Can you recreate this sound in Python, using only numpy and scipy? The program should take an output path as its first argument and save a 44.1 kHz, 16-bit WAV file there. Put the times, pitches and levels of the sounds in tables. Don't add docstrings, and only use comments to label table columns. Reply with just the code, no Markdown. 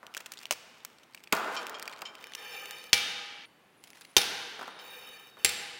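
import sys
import numpy as np
from scipy import signal
from scipy.fft import rfft, irfft
from scipy.io import wavfile
from scipy.ndimage import uniform_filter1d

SR = 44100
rng = np.random.default_rng(int(sys.argv[2]) if len(sys.argv) > 2 else 0)


def persist_wave(psi):
    counts = np.round(np.clip(psi, -1, 1) * 32767).astype(np.int16)
    wavfile.write(sys.argv[1], SR, np.atleast_2d(counts).T)


N = 255339
TIME = np.arange(N) / SR
AGE = TIME[:SR]

# start in seconds, level in dB, crack, rattle and rebound in dB against # the first
# contact, board thud level in dB, spindle ring level in dB, hall send in dB.
IRON_BLOWS = [(0.5097, -26.5, -6.5, -12, -6.5, -76, -56, -16.5),
              (1.3246, -26.5, 11, -5.5, -42, -58, -58, -10), (2.9304, -19.5, 11.5, 1.5, 0, -52, -34, -6),
              (4.1663, -18, 16.5, 7.5, 8, -56.5, -35.5, -7),
              (5.4474, -22.5, -2, 0.5, -15, -50.5, -37.5, -5.5)]
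# frequency in Hz, gain in dB.
SHOE_COLOURS = [
    [(150, -40), (250, -24), (576, -5), (1950, -10.5), (2280, -3.5), (2960, -5), (4120, -12), (5350, -5.5),
     (10200, -14), (11900, -22), (14900, -16), (16000, -10)],
    [(150, -39), (250, -27), (662, -10), (1060, -13), (2620, 2), (4340, -10.5), (4820, -7.5), (5730, -20),
     (6820, -6), (8850, -18.5), (13400, -15), (16000, -13.5)],
    [(150, -51), (250, -25), (651, -29.5), (922, -10.5), (1060, -31.5), (1180, -14), (1380, -10.5),
     (2240, -5), (3170, -0.5), (6000, -5.5), (7570, -14), (9660, -17.5), (11300, -22.5), (16000, -20.5)],
    [(150, -66.5), (250, -21.5), (452, -9.5), (576, -25), (820, -9), (1280, -22), (1400, -9.5), (1880, -15),
     (3300, -5), (4820, -9), (5800, -7.5), (7700, -18), (15200, -22.5), (16000, -31)],
    [(150, -65), (250, -26), (393, -15.5), (547, -29), (1020, -24), (1200, -22), (2020, -5.5), (4570, -5.5),
     (6700, -11.5), (7700, -9), (10300, -10.5), (12000, -18.5), (16000, -18)],
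]
# pitch in Hz, level in dB, T60 in seconds.
SHOE_TONES = [
    [(2965, -41, 0.035)],
    [(7170, -56, 0.075)],
    [(2328, -32, 0.22), (2940, -38.5, 0.55), (3350, -24, 0.011), (3220, -38.5, 0.48), (9700, -41, .25),
     (819, -53, 1.4)],
    [(3660, -29.5, 0.18), (6190, -26.5, 0.025), (9560, -41, 0.45), (9440, -44, 0.44), (9970, -42.5, .3),
     (820, -45.5, 0.89)],
    [(2755, -37.5, 0.043), (820.6, -58, 1), (7530, -32.5, 0.18), (9700, -24, 0.0014)],
]
# frequency in Hz, gain in dB.
BOARD_COLOUR = [(100, -1), (350, -12.5), (800, -5.5), (1100, -11.5), (1700, -2), (3000, -4), (4500, -0.5),
                (7000, -16), (15000, -14)]
# mode frequency in Hz, gain in dB, T60 in seconds.
BOARD_MODES = [(54, -19, 0.1), (84.5, -8.5, 0.38), (140, -8.5, 0.051), (415, 3.5, 0.074)]

def clanks(crack_t60=0.033, rattle_t60=0.081, rebound_s=.013,
           board_db=-14, board_room_db=-8, tone_room_db=-1.5):
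    thud = ring(BOARD_MODES) * (1 - fade(0.024))
    held = 1 - fade(0.03)
    grid_hz = np.geomspace(100, 16000, 80)
    for shoe, tones, landing in zip(SHOE_COLOURS, SHOE_TONES, IRON_BLOWS):
        start, db, crack_db, rattle_db, rebound_db, thud_db, ring_db, room_db = landing
        rebound = undb(rebound_db) * np.roll(rattle(crack_t60), int(rebound_s * SR))
        push = contact(crack_db, crack_t60) + undb(rattle_db) * rattle(rattle_t60) + rebound
        iron = burst(colour(push, shoe), db)
        tone = sum(burst(ring([(hz, 0, t60)]), tone_db) for hz, tone_db, t60 in tones)
        board = burst(colour(rattle(0.063), BOARD_COLOUR), db + board_db)
        spindle = burst(spindle_ring(), ring_db)
        shoe_power = undb(along(grid_hz, shoe)) ** 2
        board_power = undb(along(grid_hz, BOARD_COLOUR) + board_room_db) ** 2
        send = radiate(np.c_[grid_hz, 10 * np.log10(shoe_power + board_power)], db + room_db)
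        send += (tone * held + spindle) * undb(room_db + tone_room_db)
        yield start, iron + tone + board + burst(thud, thud_db) + spindle, send

# frequency in Hz, gain in dB, T60 in seconds.
SPINDLE_MODES = [(496, -2, 0.59), (818, -7.5, 1.6), (1243, -6, 0.56), (1584, -4.5, 1), (1741, -1.5, 1.1),
                 (2374, 3, 0.44), (2724, -1, 0.54), (3013, 2.5, 0.62), (3660, -1.5, 1.6), (4530, -4.5, .65),
                 (5324, -5.5, 0.66), (6220, -8.5, 0.63), (7070, -14.5, .45), (9620, -21, .4),
                 (10070, -15, 0.56), (14300, -9.5, .25)]

def spindle_ring(spread_db=2.5, detune=.005, chatter_db=3, chatters_per_s=70):
    chance = rng.standard_normal((2 * len(SPINDLE_MODES), 2))
    sound = 0
    for (hz, db, t60), (louder, sharper) in zip(2 * list(SPINDLE_MODES), chance):
        mode = ring([(hz * (1 + detune * sharper), db + spread_db * louder, t60)])
        sound += mode * flutter(chatter_db, chatters_per_s)[:SR]
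    return sound

# start in seconds, level in dB.
HOPS = [(0.5334, -48.5), (2.977, -38.5), (4.216, -35), (4.232, -53), (5.458, -36), (5.492, -37.5)]

def bounces(clatter_db=12, clatter_t60=0.023, room_db=-12):
    for start, db in HOPS:
        last_landed = sum(landing[0] < start for landing in IRON_BLOWS) - 1
        sound = burst(colour(contact(clatter_db, clatter_t60), SHOE_COLOURS[last_landed]), db)
        yield start, sound, sound * undb(room_db)

# start and stop in seconds, grip time in seconds, scrape level in dB,
# drop in dB as the shoe slows, high hiss level in dB, grit level in dB.
SCRAPES = [(2.17, 2.353, 0.034, -57.5, 2, -76, -77), (2.349, 2.925, 0.047, -44.5, 10.5, -62, -57),
           (4.789, 5.287, 0.0052, -50, 7, -60, -59), (5.379, 5.43, .015, -55.5, 1.5, -68, -62)]

def slide(loaded_hz=110, free_hz=45, loaded_db=-3, free_db=-9, rub_db=-7, flutter_db=2.5):
    slips = rng.standard_normal(N) * flutter(0.98, 70)
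    scrape_gain = hiss_gain = grit_gain = 0
    for start, stop, grip_s, scrape_db, slowing_db, hiss_db, grit_db in SCRAPES:
        speed = stroke(start, stop, grip_s, slowing_db)
        scrape_gain += undb(scrape_db) * speed
        hiss_gain += undb(hiss_db) * speed ** 1.5
        grit_gain += undb(grit_db) * speed
    loaded = sum(undb(db) * flutter(flutter_db) * band(slips, hz, loaded_hz + hz / 40)
                 for hz, db, _ in SPINDLE_MODES)
    free = sum(undb(db) * flutter(flutter_db) * band(slips, hz, free_hz) for hz, db, _ in SPINDLE_MODES)
    rub = colour(slips, [(100, -17), (400, 22), (2900, 22), (4000, 0), (8000, -35.5)])
    scrape = steady(loaded) * undb(loaded_db) + steady(free) * undb(free_db) + steady(rub) * undb(rub_db)
    sizzle = signal.sosfilt(signal.butter(3, [14200, 15600], "band", fs=SR, output="sos"), slips)
    grain = flutter(4.5, 450)
    hiss = steady(sizzle * flutter(flutter_db) * grain)
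    return scrape_gain * scrape + hiss_gain * hiss + grit_gain * steady(slips * grain)

def stroke(start, stop, grip_s, slowing_db, fastest_share=0.39, release_t60=0.54):
    fastest = start + fastest_share * (stop - start)
    off_peak = (np.clip(TIME, start, stop) - fastest) / (stop - fastest)
    grip = np.clip((TIME - start) / grip_s, 0, 1)
    release = fade(release_t60, np.maximum(TIME - stop, 0))
    return grip * undb(-slowing_db * off_peak ** 2) * release

# crest time in seconds, swell in seconds, pitch in Hz, level in dB.
SQUEALS = [(2.55, 0.077, 3760, -65), (2.58, 0.046, 14300, -58), (2.62, 0.21, 9380, -64),
           (2.77, 0.04, 3690, -53.5), (4.05, 0.19, 9800, -69.5), (4.89, 0.11, 3750, -56),
           (4.97, .18, 9350, -66), (5.13, 0.18, 3745, -57.5)]

def squeals(width_hz=55, width_share=0.004):
    sound = 0
    for crest, swell_s, hz, db in SQUEALS:
        swell = np.exp(-((TIME - crest) / swell_s) ** 2 / 2)
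        whistle = band(rng.standard_normal(N), hz, width_hz + width_share * hz)
        sound += undb(db) * swell * steady(whistle)
    return sound

# start in seconds, peak in dB before click()'s lift, pitch in Hz,
# treble in dB before the same lift, clatter in dB against the first contact.
HANDLING_CLICKS = [(0.0673, -32, 3040, -10.5, -6.5), (0.14, -32.5, 2820, -13, -2),
                   (0.1487, -23, 2520, -12, -11), (0.1684, -23, 1720, -12, 2), (0.1759, -22, 2820, -5.5, 0),
                   (0.2059, -31.5, 1240, -7, 4.5), (0.2603, -30.5, 2730, -10, 4),
                   (0.265, -27, 1710, -4, -5), (0.3193, -31, 5330, 17, 12), (0.3368, -31, 2980, 4, 4),
                   (0.389, -37.5, 4600, -15, 4), (0.432, -33.5, 2580, -8, 3),
                   (0.4555, -28.5, 2920, -19.5, 2), (0.8496, -20.5, 2960, 1, 4), (1.147, -35, 2350, 0, 6.5),
                   (1.1752, -43, 2426, -40, 7), (1.238, -38.5, 2710, -7, 7), (1.274, -40, 2350, -37, -4),
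                   (1.3497, -29.5, 5600, 4, 9), (1.367, -29.5, 4600, 1.5, 3.5),
                   (1.6683, -22, 2750, -7, -11.5), (1.696, -25.5, 1700, -7.5, 4),
                   (1.7971, -25, 2520, -7.5, -4), (1.8256, -26.5, 1810, 4, 2.5),
                   (1.8779, -24.5, 2440, -18, -1.5), (1.93, -39, 2300, -24.5, -4),
                   (2.019, -23.5, 2570, -10, -2), (2.153, -35, 2470, -16, -2),
                   (2.2417, -29, 2380, -16.5, -9.5), (2.27, -31.5, 1740, -11.5, -11),
                   (2.321, -37, 1810, -17.5, -5), (2.3362, -32, 3080, -32.5, -7),
                   (2.3506, -21.5, 3000, -4.5, 0.5), (2.657, -30.5, 2676, -14.5, 2),
                   (2.7096, -21, 1780, 0.5, -5.5), (2.8408, -30.5, 1230, 1.5, -2.5),
                   (3.8393, -33, 2970, -2, 1), (3.904, -32, 2620, 1, -9), (4.0105, -39, 1480, -6, 10.5),
                   (4.051, -38, 4540, 9, 1.5)]

def clicks(room_db=-16):
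    for start, db, hz, treble_db, clatter_db in HANDLING_CLICKS:
        sound = click(db, hz, treble_db, clatter_db)
        yield start, sound, sound * undb(room_db)

def click(db, hz, treble_db, clatter_db, body_db=-8, hollow_db=-12, ring_db=-1, width_hz=230, lift_db=5):
    push = contact(clatter_db, 0.017)[:SR // 8]
    edge = colour(push, [(100, -23.5), (600, -15.5), (2000, -1), (7000, -2), (12000, -9.5),
                         (16000, -4.5)])
    partials = resonate(push, hz, width_hz) + resonate(push, 1.9 * hz, width_hz)
    damped_ring = band(push, hz, 0.64 * hz) + undb(ring_db) * partials
    body = undb(body_db) * resonate(push, 1300, 670) + undb(hollow_db) * band(push, 640, 890)
    sound = damped_ring + undb(treble_db + lift_db) * edge + body
    return undb(db + lift_db) * sound / np.abs(sound).max()

# start in seconds, level in dB, hall send in dB.
WOOD_KNOCKS = [(.03, -52, -1), (1.324, -36, -7), (1.3288, -29, 1), (2.022, -44, -8), (4.593, -46, -10),
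               (4.612, -42.5, -7), (4.628, -44.5, -6), (4.679, -46.5, -15), (5.37, -55.5, -2.5)]
# frequency in Hz, gain in dB.
WOOD_COLOUR = [(60, -42), (160, -10.5), (350, -2), (1000, 1.5), (1500, 2), (2200, -12), (4000, -19),
               (12000, -30)]

def knocks(scuff_db=4, scuff_t60=0.056):
    for start, db, room_db in WOOD_KNOCKS:
        sound = burst(colour(contact(scuff_db, scuff_t60), WOOD_COLOUR), db)
        yield start, sound, radiate(WOOD_COLOUR, db + room_db)

# start in seconds, level in dB.
SPINDLE_TAPS = [(1.566, -37), (1.744, -45), (2.054, -42.5), (2.38, -53), (4.79, -52.5)]
# frequency in Hz, gain in dB, T60 in seconds.
HELD_MODES = [(2400, 0.5, 0.11), (3200, 5.5, 0.058), (4565, -10.5, 0.17), (5320, -1, 0.053),
              (7000, -10.5, .12)]

def taps(room_db=-11, scratch_db=6, scratch_t60=0.1, detune=0.028, dull_db=-4):
    for start, db in SPINDLE_TAPS:
        push = contact(scratch_db, scratch_t60)
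        modes = [(hz * (1 + detune * rng.standard_normal()), gain, t60) for hz, gain, t60 in HELD_MODES]
        ringing = unit(signal.fftconvolve(push, ring(modes))[:SR])
        dull = undb(dull_db) * unit(band(push, 3000, 3000))
        sound = burst(resonate(ringing + dull, 4000, 5000), db)
        yield start, sound, sound * undb(room_db)

# start and stop in seconds, typical peak in dB before click()'s lift.
FIDGET_SPELLS = [(0.121, 0.471, -43), (0.718, 1.312, -52), (1.349, 2.05, -41.5), (2.119, 2.901, -47),
                 (3.831, 4.057, -46)]

def fidgets(per_s=50, spread_db=5, clatter_db=0, body_db=-6, room_db=-12):
    for start, stop, db in FIDGET_SPELLS:
        count = int(per_s * (stop - start))
        for when, size, pitch, edge in rng.uniform(-1, 1, (count, 4)):
            sound = click(db + spread_db * size, 2900 * 1.5 ** pitch, -11 + 11 * edge, clatter_db, body_db)
            yield start + (stop - start) * (when + 1) / 2, sound, sound * undb(room_db)

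# start and stop in seconds, level in dB.
CLOTH_MOVES = [(0.117, 0.477, -64.5), (1.34, 1.733, -53.5), (3.824, 4.16, -62.5), (4.28, 4.72, -59)]
# frequency in Hz, gain in dB.
CLOTH_COLOUR = [(150, -22), (600, 0.5), (2500, 7), (6000, -2), (15000, -12)]

def rustle(grain_db=4, grains_per_s=400, swell_db=4, swells_per_s=35):
    level = sum(undb(db) * ((TIME > start) & (TIME < stop)) for start, stop, db in CLOTH_MOVES)
    grains = rng.standard_normal(N) * flutter(grain_db, grains_per_s) * flutter(swell_db, swells_per_s)
    return uniform_filter1d(level, size=2600) * steady(colour(grains, CLOTH_COLOUR))

# frequency in Hz, level in dB, T60 in seconds.
LINGERING_MODES = [(3000, -68.5, 1), (4520, -74, 0.77), (9600, -61, 0.12)]

def after_ring():
    return ring(LINGERING_MODES)

# frequency in Hz, T60 in seconds.
HALL_DECAY = [(150, 1.46), (400, 2), (1000, 2), (2800, 1.58), (5000, 1.22), (8000, 0.97), (15000, 0.54)]
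# frequency in Hz, gain in dB.
HALL_COLOUR = [(60, -22.5), (200, -2), (500, -0.5), (1200, 1.5), (3000, -0.5), (6000, -3), (10000, -3),
               (16000, -1)]

def hall(build_s=0.0029):
    t = TIME[:2 * SR]
    spectrum = rfft(rng.standard_normal(len(t)))
    hz = np.linspace(0, SR / 2, SR + 1)
    centres, t60s = np.transpose(HALL_DECAY)
    tail = sum(irfft(spectrum * along(hz, np.c_[centres, share])) * fade(t60, t)
               for share, t60 in zip(np.eye(len(centres)), t60s))
    build = 1 - np.exp(-t / build_s)
    return colour(tail * build, HALL_COLOUR) / np.sqrt(np.sum(fade(0.96, t) ** 2))

# frequency in Hz, gain in dB.
AIR_COLOUR = [(30, -36.5), (60, -19), (200, -5), (420, -8), (900, -9.5), (2500, -14.5), (6000, -28.5),
              (16000, -31.5)]

def air(level_db=-63):
    return undb(level_db) * steady(colour(rng.standard_normal(N), AIR_COLOUR))

def contact(rattle_db, t60):
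    push = undb(rattle_db) * rattle(t60, grit=0.53)
    push[0] += 1
    return push

def rattle(t60, grit=.5):
    noise = rng.standard_normal(SR)
    roughness = np.exp(grit * np.repeat(rng.standard_normal(SR), 32)[:SR])
    return unit(noise * roughness * fade(t60))

def ring(modes):
    return sum(undb(db) * fade(t60) * np.sin(2 * np.pi * hz * AGE) for hz, db, t60 in modes)

def radiate(points, db):
    return burst(colour(signal.unit_impulse(SR), points), db)

def flutter(depth_db, per_s=22):
    hold = int(SR / per_s)
    steps = np.repeat(rng.standard_normal(N // hold + 1), hold)[:N]
    return undb(depth_db * uniform_filter1d(steps, hold))

def resonate(x, hz, width_hz):
    hz = min(hz, .45 * SR)
    return signal.lfilter(*signal.iirpeak(hz, hz / min(width_hz, SR / 4), SR), x + 1e-18)

def band(x, hz, width_hz):
    return resonate(resonate(x, hz, width_hz), hz, width_hz)

def colour(x, points, size=4096):
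    gain = undb(along(np.linspace(0, SR / 2, size // 2 + 1), points))
    cepstrum = irfft(np.log(gain))
    cepstrum[1:size // 2] *= 2
    cepstrum[size // 2 + 1:] = 0
    return signal.fftconvolve(x, irfft(np.exp(rfft(cepstrum))))[:len(x)]

def along(hz, points):
    points_hz, values = np.transpose(points)
    return np.interp(np.log(np.maximum(hz, 1)), np.log(points_hz), values)

def undb(db):
    return 10 ** (np.asarray(db) / 20)

def fade(t60, t=AGE):
    return np.exp(-np.log(1000) * t / t60)

def unit(x):
    return x / np.sqrt(np.sum(x ** 2))

def steady(x):
    return x / np.std(x)

def burst(x, db):
    return x * undb(db) / np.sqrt(np.mean(x[:int(.03 * SR)] ** 2))

def add(track, start, x):
    i = max(int(start * SR), 0)
    track[i:i + len(x)] += x[:max(N - i, 0)]

def scene(hush_s=3.456, hush_db=-22, hush_ramp_s=0.0024):
    echo = hall()
    direct, sends = np.zeros((2, N)), np.zeros((2, N))
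    for source in (clanks, bounces, knocks, clicks, taps, fidgets):
        for start, sound, send in source():
            bus = int(start > hush_s - .1)
            add(direct[bus], start, sound)
            add(sends[bus], start, send)
    add(direct[1], hush_s, after_ring())
    early, late = (sound + signal.fftconvolve(send, echo)[:N] for sound, send in zip(direct, sends))
    hush = undb(hush_db * np.clip((TIME - hush_s) / hush_ramp_s, 0, 1))
    return (early * hush + late + air() + slide() + squeals() + rustle())[None]

def record(dry, low_hz=38, top_hz=15900):
    clipped = np.clip(dry, -.8, .8)
    lean = signal.sosfilt(signal.butter(2, low_hz, "high", fs=SR, output="sos"), clipped)
    return signal.sosfilt(signal.ellip(10, .2, 80, top_hz, fs=SR, output="sos"), lean)

dry = scene()
out = record(dry)
persist_wave(out)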